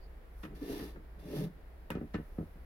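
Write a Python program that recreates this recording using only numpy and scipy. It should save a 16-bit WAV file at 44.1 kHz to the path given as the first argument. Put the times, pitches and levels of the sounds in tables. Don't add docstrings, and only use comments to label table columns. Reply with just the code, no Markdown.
import sys
import numpy as np
from scipy import signal
from scipy.fft import rfft, irfft
from scipy.io import wavfile
from scipy.ndimage import uniform_filter1d

SR = 44100
rng = np.random.default_rng(int(sys.argv[2]) if len(sys.argv) > 2 else 0)


def digitize_waveform(pressure):
    field = np.atleast_2d(pressure).T
    bounded = np.clip(field, -1, 1)
    quanta = np.round(bounded * 32767).astype(np.int16)
    wavfile.write(sys.argv[1], SR, quanta)


N = 116865
TIME = np.arange(N) / SR
RIGHT_LAG_S = 0.00022

# t/s, thud level/dB, clack level/dB, contact brightness/Hz
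KNOCKS = [(0.430, -58, -55.5, 4500), (0.434, -43, -51, 3730), (0.45, -46, -55, 3360),
          (0.711, -48.5, -61, 6000), (0.796, -43.5, -53, 2570), (0.824, -49, -58.5, 2200),
          (0.959, -53, -60, 1760), (1.903, -39.5, -41.5, 3150), (1.9154, -47, -55, 3200),
          (1.939, -46.5, -82, 1600), (1.951, -35.5, -53, 2900), (1.968, -38.5, -61, 1720),
          (1.979, -46.5, -67, 1700), (2.001, -49, -70, 1000), (2.011, -39, -61.5, 1500),
          (2.024, -44.5, -76, 1000), (2.036, -43.5, -79, 1000), (2.1375, -50, -54.5, 4450),
          (2.142, -34, -45, 2940), (2.152, -39.5, -53, 2440), (2.183, -43.5, -68, 1780),
          (2.196, -46, -74, 1500), (2.3826, -35, -56, 910), (2.406, -40, -63, 1020),
          (2.426, -46.5, -76, 1010), (2.554, -56.5, -85, 1000)]
# f/Hz, width/Hz, level struck/dB, level rubbed/dB
POT_MODES = [(965, 135, 9.5, -10), (1174, 18, 7, 1.5), (1291, 64, 17.5, -4), (1498, 43, 10.5, -8),
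             (1650, 110, 9.5, -10.5), (1760, 51, 14, 3.5), (1910, 72, 9.5, -39), (2086, 21, 6, -1),
             (2450, 92, 5, -18), (2747, 29, 5, -2.5), (2750, 66, -3, -42), (3534, 40, -37, -0.5),
             (3960, 15, -29, -2), (4530, 58, -22, -4), (5610, 61, -12, -12)]
# f/Hz, level/dB
GRIT_AT_MICS = [(300, 2), (800, 12), (1300, -6.5), (2300, 2.5), (3700, 1.5), (5800, -0.5), (6900, -9),
                (8400, -11.5), (9800, 0), (12000, 2), (15500, -6.5)]


def from_db(db):
    return 10 ** (np.asarray(db) / 20)


def rms_one(x):
    return x / np.sqrt(np.mean(x ** 2) + 1e-20)


def cut(x, hz, kind, order=2):
    return signal.sosfilt(signal.butter(order, hz, kind, fs=SR, output="sos"), x + 1e-18)


def level(rows, column):
    rows = np.array(rows)
    return from_db(np.interp(TIME, rows[:, 0], rows[:, column], left=-140, right=-140))


def per_bin(points):
    hz, value = np.transpose(points)
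    return np.interp(np.log(np.arange(N // 2 + 1) * SR / N + 1), np.log(hz), value)


def colour(x, spectrum):
    return rms_one(irfft(rfft(x) * from_db(per_bin(spectrum)), N))


def spread(pair):
    # f/Hz, coherence
    likeness = [(60, .97), (130, 0.95), (290, 0.63), (640, 0.32), (1400, 0), (15000, 0)]
    alike = per_bin(likeness)
    a, b = rfft(pair)
    mid, side = a * np.sqrt(1 + alike), b * np.sqrt(1 - alike)
    return rms_one(irfft(np.array([mid + side, mid - side]), N))


def place(x):
    hz = np.arange(N // 2 + 1) * SR / N
    return np.array([x, irfft(rfft(x) * np.exp(-2j * np.pi * hz * RIGHT_LAG_S), N)])


def resonate(x, hz, width):
    r = np.exp(-np.pi * abs(width) / SR)
    feedback = [1, -2 * r * np.cos(2 * np.pi * hz / SR), r * r]
    return signal.lfilter(np.array([1, 0, -1]) * (1 - r * r) / 2, feedback, x + 1e-18)


def dying(start, t60):
    age = TIME - start
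    return (age >= 0) * np.exp(-np.log(1000) * np.clip(age / t60, 0, 10))


def swell(peak_s, half_s):
    return np.exp(-((TIME - peak_s) / half_s) ** 2)


def grains(per_s, spread_db):
    sizes = from_db(spread_db * np.minimum(rng.exponential(1, N), 4)) * rng.choice([-1, 1], N)
    return rms_one(sizes * (rng.random(N) < per_s / SR))


def scrape():
    # t/s, level/dB
    slides = [
        [(0.53, -85), (0.542, -89), (0.554, -66.5), (0.588, -69.5), (0.71, -53.5), (0.762, -56), (0.82, -55.5),
         (0.902, -64), (0.99, -91)],
        [(1.17, -87), (1.182, -101), (1.194, -70), (1.224, -71.5), (1.374, -53.5), (1.448, -59.5), (1.52, -90)],
    ]
    speed = sum(level(slide, 1) for slide in slides)
    catches = from_db(rms_one(cut(rng.standard_normal(N), 97, "low")))
    grit = catches * spread(np.array([grains(per_s=14000, spread_db=2.5) for side in range(2)]))
    clay = rms_one(sum(from_db(db) * resonate(grit, hz, width) for hz, width, _, db in POT_MODES))
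    drive = speed.max() * (speed / speed.max()) ** 0.82
    return from_db(2.5) * speed * colour(grit, GRIT_AT_MICS) + from_db(-3) * drive * clay


def judder(modes):
    slips = grains(per_s=420, spread_db=2.0)
    boards = sum((-1) ** k * from_db(db) * resonate(slips, hz, width)
                 for k, (hz, width, db) in enumerate(modes))
    boards = cut(boards, 815, "low", order=3)
    boards = cut(boards, modes[0][0] * 0.71, "high", order=4)
    power = np.abs(uniform_filter1d(boards ** 2, int(0.027 * SR) + 1))
    return boards / np.sqrt(power + 1e-3 * np.mean(boards ** 2))


def shaking_boards():
    # t/s, groan level/dB, boom level/dB
    shakes = [
        [(0.48, -62, -62), (0.536, -55, -52), (0.556, -66, -57), (0.578, -56, -64), (0.602, -61.5, -69),
         (0.632, -45.5, -55), (0.674, -49, -59), (0.706, -39.5, -51), (0.764, -44.5, -61), (0.8, -49, -51),
         (0.826, -45, -48), (0.884, -53, -63), (0.93, -68, -68), (0.968, -53.5, -58), (1.024, -69, -61.5),
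         (1.05, -62, -78)],
        [(1.15, -74, -84), (1.168, -75, -60), (1.19, -59, -63), (1.212, -64.5, -62), (1.266, -51, -48.5),
         (1.302, -48.5, -58), (1.336, -41.5, -53), (1.37, -42.5, -41), (1.392, -46, -35.5),
         (1.412, -41.5, -39.5), (1.454, -47, -38), (1.52, -71, -57), (1.53, -83, -59), (1.58, -73, -67.5)],
    ]
    # f/Hz, width/Hz, level/dB
    groans = [
        [(276.3, 28, 1), (325.6, 42.5, -1), (379, 32.5, -4), (417, 34, -3), (470, 56, -9.5), (670, 54, -22)],
        [(244, 24, -4), (309, 37, 0), (421.4, 11.3, 2.5), (441, 65, -11.5), (591, 32, -6.5), (802, 53, -19.5)],
    ]
    booms = [
        [(140, 30, -1.3), (191, 35, -0.63)],
        [(161.2, 25, 3.5), (192, 43, -9)],
    ]
    out = 0
    for shake, groan, boom in zip(shakes, groans, booms):
        out += from_db(2.5) * level(shake, 1) * judder(groan)
        out += from_db(1.5) * level(shake, 2) * cut(judder(boom), 280, "low")
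    return place(out) + from_db(-12.5) * echoes(out, t60=0.18)


def grunts():
    # t/s, half length/s, f/Hz, level/dB
    slips = [(0.624, .009, 279, -34.5), (0.710, 0.011, 275, -38)]
    return place(sum(from_db(db) * np.sin(2 * np.pi * hz * (TIME - s)) * swell(s, half_s)
                     for s, half_s, hz, db in slips))


def thuds():
    # f/Hz, level/dB, t60/s
    deck_modes = [(79.6, -3, 0.25), (132, -13, 0.13), (161.3, 3, 0.15), (191.3, -9.5, 0.094),
                  (227, 1.5, 0.097), (293.5, 0.5, 0.1), (336, -6.5, 0.14), (407, -4.5, 0.1),
                  (484.3, -5, 0.08), (573, -11.5, 0.085), (733, -12.5, 0.1)]
    out, age = np.zeros(N + SR), np.arange(SR // 2) / SR
    for s, db, _, _ in KNOCKS:
        start = int(s * SR)
        for k, (hz, mode_db, t60) in enumerate(deck_modes):
            shift_db, detune = rng.normal(0, [1.07, 0.044])
            mode = np.sin(2 * np.pi * hz * (1 + detune) * age) * np.exp(-np.log(1000) * age / t60)
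            out[start:start + len(age)] += (-1) ** (k // 2) * from_db(db + mode_db + shift_db) * mode
    out = cut(cut(out[:N], 740, "low", order=3), 92, "high")
    return place(out) + from_db(-15.5) * echoes(out, t60=0.12)


def clacks():
    grit = spread(np.array([grains(per_s=9000, spread_db=-0.5) for side in range(2)]))
    force = 0
    for s, _, db, bright_hz in KNOCKS:
        giving_way = np.clip((TIME - s) / 0.0017, 0, 1)
        contact = from_db(-3) * grit * dying(s, t60=0.067) * giving_way
        contact[[0, 1], [int(s * SR), int((s + RIGHT_LAG_S) * SR)]] += from_db(8.5)
        force += from_db(db) * np.sqrt(SR / 2 / bright_hz) * cut(contact, bright_hz, "low")
    force = cut(cut(force, 440, "high"), 7500, "low", order=1)
    clay = force + sum(from_db(db) * resonate(force, hz, width) for hz, width, db, _ in POT_MODES)
    return clay + from_db(-7.5) * echoes(cut(clay[0], 3800, "low"), t60=0.25)


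def cracking_grain(at_s=1.9035):
    # f/Hz, level/dB, t60/s
    rim_modes = [(530, -38.5, 0.059), (947, -34, 0.026), (2600, -45.5, 0.019), (2790, -41.5, 0.032)]
    snap, crumbs = dying(at_s, t60=0.016), from_db(-11) * dying(at_s, t60=0.14)
    crack = rng.standard_normal((2, N)) * (snap + crumbs)
    rim = sum(from_db(db) * np.sin(2 * np.pi * hz * (TIME - at_s)) * dying(at_s, t60)
              for hz, db, t60 in rim_modes)
    return from_db(-42.5) * cut(crack, 7050, "high") + rim


def echoes(x, t60):
    tail = spread(rng.standard_normal((2, N))) * dying(0.003, t60)
    return signal.fftconvolve(x[None], tail / np.sqrt(np.sum(tail ** 2) / 2), axes=1)[:, :N]


def rustles():
    # t/s, half length/s, level/dB
    touches = [(0.419, .07, -69.5), (0.448, 0.017, -73), (2.336, 0.31, -75)]
    envelope = sum(from_db(db) * swell(s, half_s) for s, half_s, db in touches)
    hiss = colour(rng.standard_normal((2, N)), GRIT_AT_MICS)
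    return envelope * rms_one(cut(hiss, 6200, "high"))


def bird(hz=4640, width=450):
    call = rms_one(resonate(resonate(rng.standard_normal((2, N)), hz, width), hz, width))
    return from_db(-70.5) * call * swell(peak_s=0.04, half_s=0.029)


def outdoors():
    # f/Hz, level/dB
    rumble_spectrum = [(12, -16), (24, 0), (29, 7.5), (32, 10), (38, 5), (44, -0.5), (51, 6), (58, 8.5),
                       (80, -7.5), (100, -28.5), (160, -50)]
    air_at_mics = [(60, -4.5), (130, 2.5), (250, -3), (420, 0), (700, -4), (1100, -9.5), (1900, -11),
                   (3000, -21.5), (5000, -28), (7000, -47.5), (8700, -82), (9800, -28.5), (15500, -28.5)]
    rumble = colour(spread(rng.standard_normal((2, N))), rumble_spectrum)
    air = colour(spread(rng.standard_normal((2, N))), air_at_mics)
    return from_db(-50) * rumble + from_db(-60.5) * air


def scene():
    clay = (scrape() + clacks() + cracking_grain()) * from_db([[0.1], [-0.1]])
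    return clay + shaking_boards() + grunts() + thuds() + outdoors() + rustles() + bird()


def record(dry):
    return signal.sosfilt(signal.ellip(10, .1, 70, 15900, fs=SR, output="sos"), dry)


dry = scene()
out = record(dry)
digitize_waveform(out)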